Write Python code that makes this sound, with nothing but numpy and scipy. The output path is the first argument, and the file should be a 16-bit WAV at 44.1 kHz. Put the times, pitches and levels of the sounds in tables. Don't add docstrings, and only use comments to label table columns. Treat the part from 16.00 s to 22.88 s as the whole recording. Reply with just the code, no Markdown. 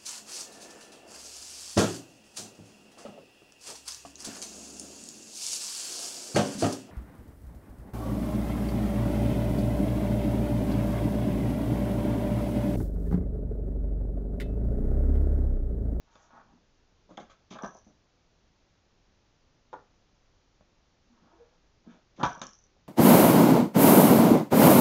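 import sys
import numpy as np
from scipy import signal
from scipy.fft import rfft, irfft
from scipy.io import wavfile

SR = 44100
rng = np.random.default_rng(int(sys.argv[2]) if len(sys.argv) > 2 else 0)


def inscribe(sig):
    pcm = np.round(np.clip(np.atleast_2d(sig).T, -1, 1) * 32767)
    wavfile.write(sys.argv[1], SR, pcm.astype(np.int16))


def ratio_of_db(decibels):
    return 10 ** (np.asarray(decibels, float) / 20)


N = 303395


def band(x, hz, width_hz):
    return signal.lfilter(*signal.iirpeak(hz, hz / width_hz, fs=SR), x)


def steep_band(x, hz, width_hz, outer_width_hz):
    return band(band(x, hz, width_hz), hz, outer_width_hz)


def lowpass(x, order, hz):
    return signal.sosfilt(signal.butter(order, hz, fs=SR, output="sos"), x)


def peak(x, db):
    return x * ratio_of_db(db) / np.abs(x).max()


def unit(x):
    return x / np.sqrt(np.mean(x ** 2))


def add(out, start_s, x):
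    i = int(start_s * SR)
    out[i:i + len(x)] += x[:N - i]


def grit(rate_hz, spread_db):
    hits = rng.random(N) < rate_hz / SR
    sizes = ratio_of_db(spread_db * rng.exponential(size=N))
    return hits * rng.choice([-1, 1], N) * sizes


def stroke(start_s, length_s, db):
    rise_share, roundness = 0.45, 0.7
    u = (np.arange(N) / SR - start_s) / length_s
    ramp = np.minimum(u / rise_share, (1 - u) / (1 - rise_share))
    return ratio_of_db(db) * np.clip(ramp, 0, 1) ** roundness


def burst(noise, length_s):
    t = np.arange(noise.shape[-1]) / SR
    rise = np.minimum(t / (0.00055 + 0.15 * length_s), 1)
    return noise * np.exp(-t / max(length_s, 0.0005)) * rise


def room(echo_db):
    # [f/Hz, t60/s, level beside direct sound/dB]
    tail_bands = [(101, 0.28, -0.5), (245, 0.19, 3), (600, 0.26, 1), (1280, 0.13, 1.5), (2310, 0.36, 5),
                  (4440, 0.06, 3), (6500, 0.17, -1.5)]
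    t = np.arange(SR * 3 // 10) / SR
    noise = rng.standard_normal(len(t))
    tail = 0
    for hz, t60_s, db in tail_bands:
        ring = unit(band(noise, hz, 1.08 * hz)) * np.exp(-np.log(1000) * t / t60_s)
        density = np.sqrt(2 * np.log(1000) * 0.89 * hz / t60_s) / SR
        tail = tail + ratio_of_db(db + echo_db) * ring * density
    tail = tail * np.clip((t - 0.0015) / 0.0049, 0, 1)
    tail[0] = 1
    return tail


def struck(push, modes, echo, db):
    heard = signal.fftconvolve(push, echo)
    rings = [ratio_of_db(mode_db) * unit(steep_band(heard, hz, width_hz, 3 * width_hz))
             for hz, width_hz, mode_db in modes]
    return peak(sum(rings), db)


def hush():
    # [f/Hz, density/dB per Hz]
    spectrum = [(15, 0.5), (59, -3), (172, -11), (550, -16.5), (1920, -25), (6110, -27), (6960, -31.5),
                (7940, -61.5)]
    level_db, rumble_cut_hz = -66.5, 12
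    f = np.maximum(np.fft.rfftfreq(N, 1 / SR), 1)
    hz, db = np.transpose(spectrum)
    gain = ratio_of_db(np.interp(np.log(f), np.log(hz), db)) / (1 + (rumble_cut_hz / f) ** 8)
    return unit(irfft(rfft(rng.standard_normal(N)) * gain, N)) * ratio_of_db(level_db)


def slides():
    # [start/s, length/s, level/dB, cavity f/Hz, rasp above it/dB]
    slide_strokes = [
        (0.047, 0.19, -71, 910, -5),
        (.15, 0.2, -68, 870, -8),
        (0.299, 0.14, -53.5, 900, -21.5),
        (0.413, 0.19, -70.5, 820, -20),
        (5.09, 0.16, -74, 990, -9),
        (5.188, 0.28, -67.5, 800, -12.5),
        (5.385, 0.093, -73, 680, -12),
        (5.435, 0.17, -75, 770, -9),
        (5.832, 0.19, -64, 630, -7),
    ]
    # [start/s, length/s, level/dB, f/Hz]
    creak_strokes = [
        (5.09, 0.079, -62, 245),
        (5.188, 0.13, -70, 302),
        (5.32, 0.055, -60, 343),
        (5.377, 0.085, -59, 474),
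        (5.503, 0.061, -72, 495),
    ]
    # [f/Hz, width/Hz, level/dB]
    rasp_modes = [(1520, 450, 4.5), (2240, 300, -3), (3370, 550, -0.5)]
    # [start/s, length/s, level/dB]
    boom_strokes = [
        (0.312, .11, -62),
        (0.422, .2, -64.5),
        (5.19, 0.11, -65),
        (5.854, 0.099, -56.5),
        (5.922, .07, -65),
    ]
    # [start/s, length/s, level/dB]
    hiss_strokes = [
        (0.095, 0.096, -74.5),
        (0.168, 0.13, -71),
        (.3, .12, -81.5),
        (5.87, .11, -79),
    ]

    rub = lowpass(grit(1500, 2.5), 6, 1750)
    boom = unit(band(band(grit(450, 3.9), 233, 70), 200, 160))
    scrape = grit(3000, 2.4)
    rasp = unit(sum(ratio_of_db(db) * unit(steep_band(scrape, hz, width_hz, 2 * width_hz))
                    for hz, width_hz, db in rasp_modes))
    hiss = unit(band(band(rng.standard_normal(N), 6400, 900), 5800, 1500))
    slip = grit(600, 0.75)

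    out = boom * sum(stroke(*row) for row in boom_strokes)
    out += hiss * sum(stroke(*row) for row in hiss_strokes)
    for start_s, length_s, db, hz, rasp_db in slide_strokes:
        cavity = unit(steep_band(rub, hz, 0.72 * hz, 0.9 * hz))
        out += stroke(start_s, length_s, db) * (cavity + ratio_of_db(rasp_db) * rasp)
    for start_s, length_s, db, hz in creak_strokes:
        out += stroke(start_s, length_s, db) * unit(steep_band(slip, hz, 0.073 * hz, 0.12 * hz))
    return out


def book_blows():
    # [t/s, knock peak/dB, thud re knock/dB, edge re knock/dB, contact/s]
    first_book = [(0.153, -55, -1, 3.5, 0.0016), (1.088, -55, -1.5, -5.5, 0.013),
                  (1.106, -54, 8, -3, 0.0063), (1.175, -33, -8.5, -5, 0.0034), (1.2, -51, 9, -10, 0.004),
                  (1.222, -59.5, 6, 6, 0.003), (1.293, -60.5, -8, 9.5, 0.012),
                  (1.314, -72.5, -16, 19, 0.0036), (1.506, -49.5, 11, 0, 0.011), (1.525, -51, 7, 2, .0065),
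                  (1.55, -42, -6, -2.5, 0.012), (1.586, -44, -14, 11.5, 0.0026),
                  (1.608, -41, -15, -3.5, 0.017), (1.631, -35.5, 5.5, 2, 0.003),
                  (1.642, -32, -12.5, 0.5, 0.004), (1.666, -47, 0, 3, 0.0053),
                  (1.748, -45, -8, -17, 0.0037), (1.864, -63, 13.5, -15, 0.0093),
                  (1.89, -76, 23, -15, 0.0089)]
    # [t/s, knock peak/dB, thud re knock/dB, edge re knock/dB, contact/s]
    second_book = [(4.607, -58.5, 2, -2.5, 0.00094), (6.175, -58, 8, -0.5, .012),
                   (6.185, -54, 16, -3.5, 0.0031), (6.194, -36.5, 2, 0.5, 0.012),
                   (6.208, -34, -9, 0, 0.0049), (6.229, -22.5, 0.5, -3.5, 0.0021),
                   (6.233, -17, -6.5, -1, 0.0045), (6.247, -26, -11.5, -6, 0.0055),
                   (6.283, -54, -6, -3, .011), (6.355, -53, -13, 10.5, 0.0051), (6.372, -47, 0, -3, .0014),
                   (6.414, -36, -2.5, 5.5, 0.003), (6.425, -45, 2, 3, 0.0093),
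                   (6.764, -62, -20, -12, .0015)]
    # [f/Hz, width/Hz, level/dB]
    floor_modes = [(120, 180, -19), (197, 65, 1.5), (245, 75, -6.5), (295, 56, -10.5)]
    # [f/Hz, width/Hz, level/dB]
    hollow_modes = [(441, 44, -6), (545, 64, 1.5), (606, 44, -1)]
    # [f/Hz, width/Hz, level/dB]
    cover_modes = [(737, 67, 2), (828, 74, 2.7), (924, 164, 3.2)]
    # [f/Hz, width/Hz, level/dB]
    edge_modes = [(1158, 150, 2.5), (1286, 88, -5), (1544, 65, -4), (1633, 70, -6)]
    out = np.zeros(N)
    for t_s, db, thud_db, edge_db, contact_s in [*first_book, *second_book]:
        push = burst(rng.standard_normal((4, SR // 16)), contact_s)
        echo = room(np.interp(contact_s, [0.002, 0.004], [-7, 0]))
        hollow_db = -3 - 0.3935 * (db + 46)
        add(out, t_s, struck(push[0], floor_modes, echo, db + thud_db))
        add(out, t_s, struck(push[1], hollow_modes, echo, db + hollow_db))
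        add(out, t_s, struck(push[2], cover_modes, echo, db))
        add(out, t_s, struck(push[3], edge_modes, echo, db + edge_db))
    return lowpass(out, 8, 1735)


def slaps():
    # [t/s, peak/dB, top re body/dB, length/s]
    slap_hits = [(0.154, -51, -11, .0018), (1.087, -62, -5.5, 0.072), (1.172, -39.5, -10.5, 0.0028),
                 (1.196, -50.5, -7, 0.019), (1.295, -54.5, -6, 0.02), (1.311, -59.5, -4, .012),
                 (1.503, -46, -6, 0.028), (1.521, -43.5, -11, 0.007), (1.542, -50.5, -10, 0.01),
                 (1.585, -48, -14.5, 0.0041), (1.632, -47.5, -14, 0.013), (1.648, -47, -10, 0.003),
                 (3.729, -50.5, -13, 0.0028), (3.736, -57, -1, 0.0042), (6.161, -57, -7.5, 0.029),
                 (6.19, -49.5, -7, 0.032), (6.205, -48, -12, 0.0078), (6.23, -26, -13.5, 0.0092),
                 (6.251, -32, -7.5, 0.0053), (6.284, -49.5, -0.5, 0.021), (6.415, -33, 2.5, .0019),
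                 (6.431, -42, -0.5, 0.005)]
    # [f/Hz, width/Hz, level/dB]
    body_modes = [(2350, 410, -3), (2666, 1180, 3.5), (3304, 650, 3.5), (3870, 890, -17),
                  (4600, 1200, -9.5)]
    # [f/Hz, width/Hz, level/dB]
    top_modes = [(5540, 1500, -2), (6360, 760, 5)]
    out = np.zeros(N)
    for t_s, db, top_db, length_s in slap_hits:
        push = burst(rng.standard_normal((2, SR // 10)), length_s)
        echo = room(-5.5)
        add(out, t_s, struck(push[0], body_modes, echo, db))
        add(out, t_s, struck(push[1], top_modes, echo, db + top_db))
    return out


def corner_ticks():
    # [t/s, peak/dB, f/Hz, width/Hz]
    tick_hits = [
        (1.176, -41, 3260, 400),
        (1.536, -46.5, 4170, 400),
        (6.358, -59, 4600, 904),
        (6.416, -31, 3640, 300),
    ]
    out = np.zeros(N)
    for t_s, db, hz, width_hz in tick_hits:
        push = burst(rng.standard_normal(SR // 16), 0.0012)
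        add(out, t_s, struck(push, [(hz, width_hz, 0)], room(-17.5), db))
    return out


def rattle():
    # [t/s, peak/dB]
    bead_clicks = [(1.2026, -56), (1.507, -52), (1.5152, -47), (1.5345, -49), (1.6221, -42.5), (1.644, -45),
                   (1.661, -42.5), (1.6753, -47), (1.709, -57), (1.7463, -52), (1.768, -51), (1.7862, -53),
                   (1.845, -62), (6.252, -48), (6.2629, -37.5), (6.2724, -48), (6.2937, -53), (6.329, -43),
                   (6.3487, -45), (6.3786, -51), (6.394, -47.5), (6.4145, -38), (6.4368, -42),
                   (6.4666, -33.5), (6.49, -46), (6.5078, -49), (6.5318, -46), (6.5512, -51), (6.588, -57),
                   (6.6218, -58)]
    # [t/s, level/dB, fade/dB per s, time to rest/s]
    bead_jolts = [
        (1.5, -51, 223, .12),
        (1.62, -52, 61, .32),
        (6.16, -58, 208, 0.064),
        (6.233, -36.5, 199, 0.2),
        (6.412, -55, 13, 0.27),
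    ]
    shell_hz, scatter = 5940, 0.01
    out = np.zeros(N)
    for t_s, db in bead_clicks:
        noise = rng.standard_normal(SR // 40)
        tick = burst(noise, 0.0012)
        hz = shell_hz * (1 + scatter * noise[0])
        add(out, t_s, peak(steep_band(tick, hz, 500, 900), db - 1.0))
        add(out, t_s, peak(band(band(tick, 5900, 1800), 5700, 2500), db - 10.5))
    rolling = unit(band(band(band(grit(450, 2.3), 5950, 450), 6000, 800), 6500, 1300))
    for t_s, db, fade_db_per_s, rest_s in bead_jolts:
        t = np.arange(N) / SR - t_s
        gate = np.clip(np.minimum(t / 0.008, (rest_s - t) / 0.046), 0, 1)
        out += gate * ratio_of_db(db - 10.5 - fade_db_per_s * np.maximum(t, 0)) * rolling
    return out


def joists():
    # [t/s, peak/dB, f/Hz, width/Hz]
    joist_hits = [
        (1.635, -55, 50, 25),
        (6.241, -38, 52, 25),
        (6.42, -55, 50, 25),
    ]
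    out = np.zeros(N)
    for t_s, db, hz, width_hz in joist_hits:
        push = burst(rng.standard_normal(SR // 5), 0.024)
        modes = [(hz, width_hz, 0), (2.4 * hz, width_hz, -3)]
        add(out, t_s, struck(push, modes, room(0), db))
    return out


def board_knocks():
    # [t/s, peak/dB, contact/s (negative: shortest)]
    spine_knocks = [
        (3.728, -31, -0.47),
        (3.739, -38.5, -0.03),
    ]
    # [f/Hz, width/Hz, level/dB]
    board_modes = [(135, 28, -16), (300, 24, -11.5), (413, 31, -6), (523, 68, 0), (610, 134, -0.5),
                   (757, 75, -0.5), (872, 60, 1.5), (944, 130, 3), (1156, 46, -9), (1390, 44, -8),
                   (1670, 150, -15)]
    out = np.zeros(N)
    for t_s, db, contact_s in spine_knocks:
        push = burst(rng.standard_normal(SR // 16), contact_s)
        add(out, t_s, struck(push, board_modes, room(1.8), db))
    return lowpass(out, 8, 1735)


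def scene():
    near = signal.fftconvolve(slides(), room(-2.1))[:N]
    near += book_blows() + slaps() + corner_ticks()
    near += signal.fftconvolve(rattle(), room(-8))[:N]
    near += joists() + board_knocks()
    return (lowpass(near, 12, 7030) + hush())[None]


def top_cut(x):
    return signal.sosfilt(signal.butter(12, 8090, fs=SR, output="sos"), x)


def record(dry):
    top_hz, dither_db = 7800, -99
    cut = signal.sosfilt(signal.ellip(8, 0.2, 70, top_hz, fs=SR, output="sos"), dry)
    mix = cut + ratio_of_db(dither_db) * rng.standard_normal(dry.shape)
    return top_cut(mix)


dry = scene()
out = record(dry)
inscribe(out)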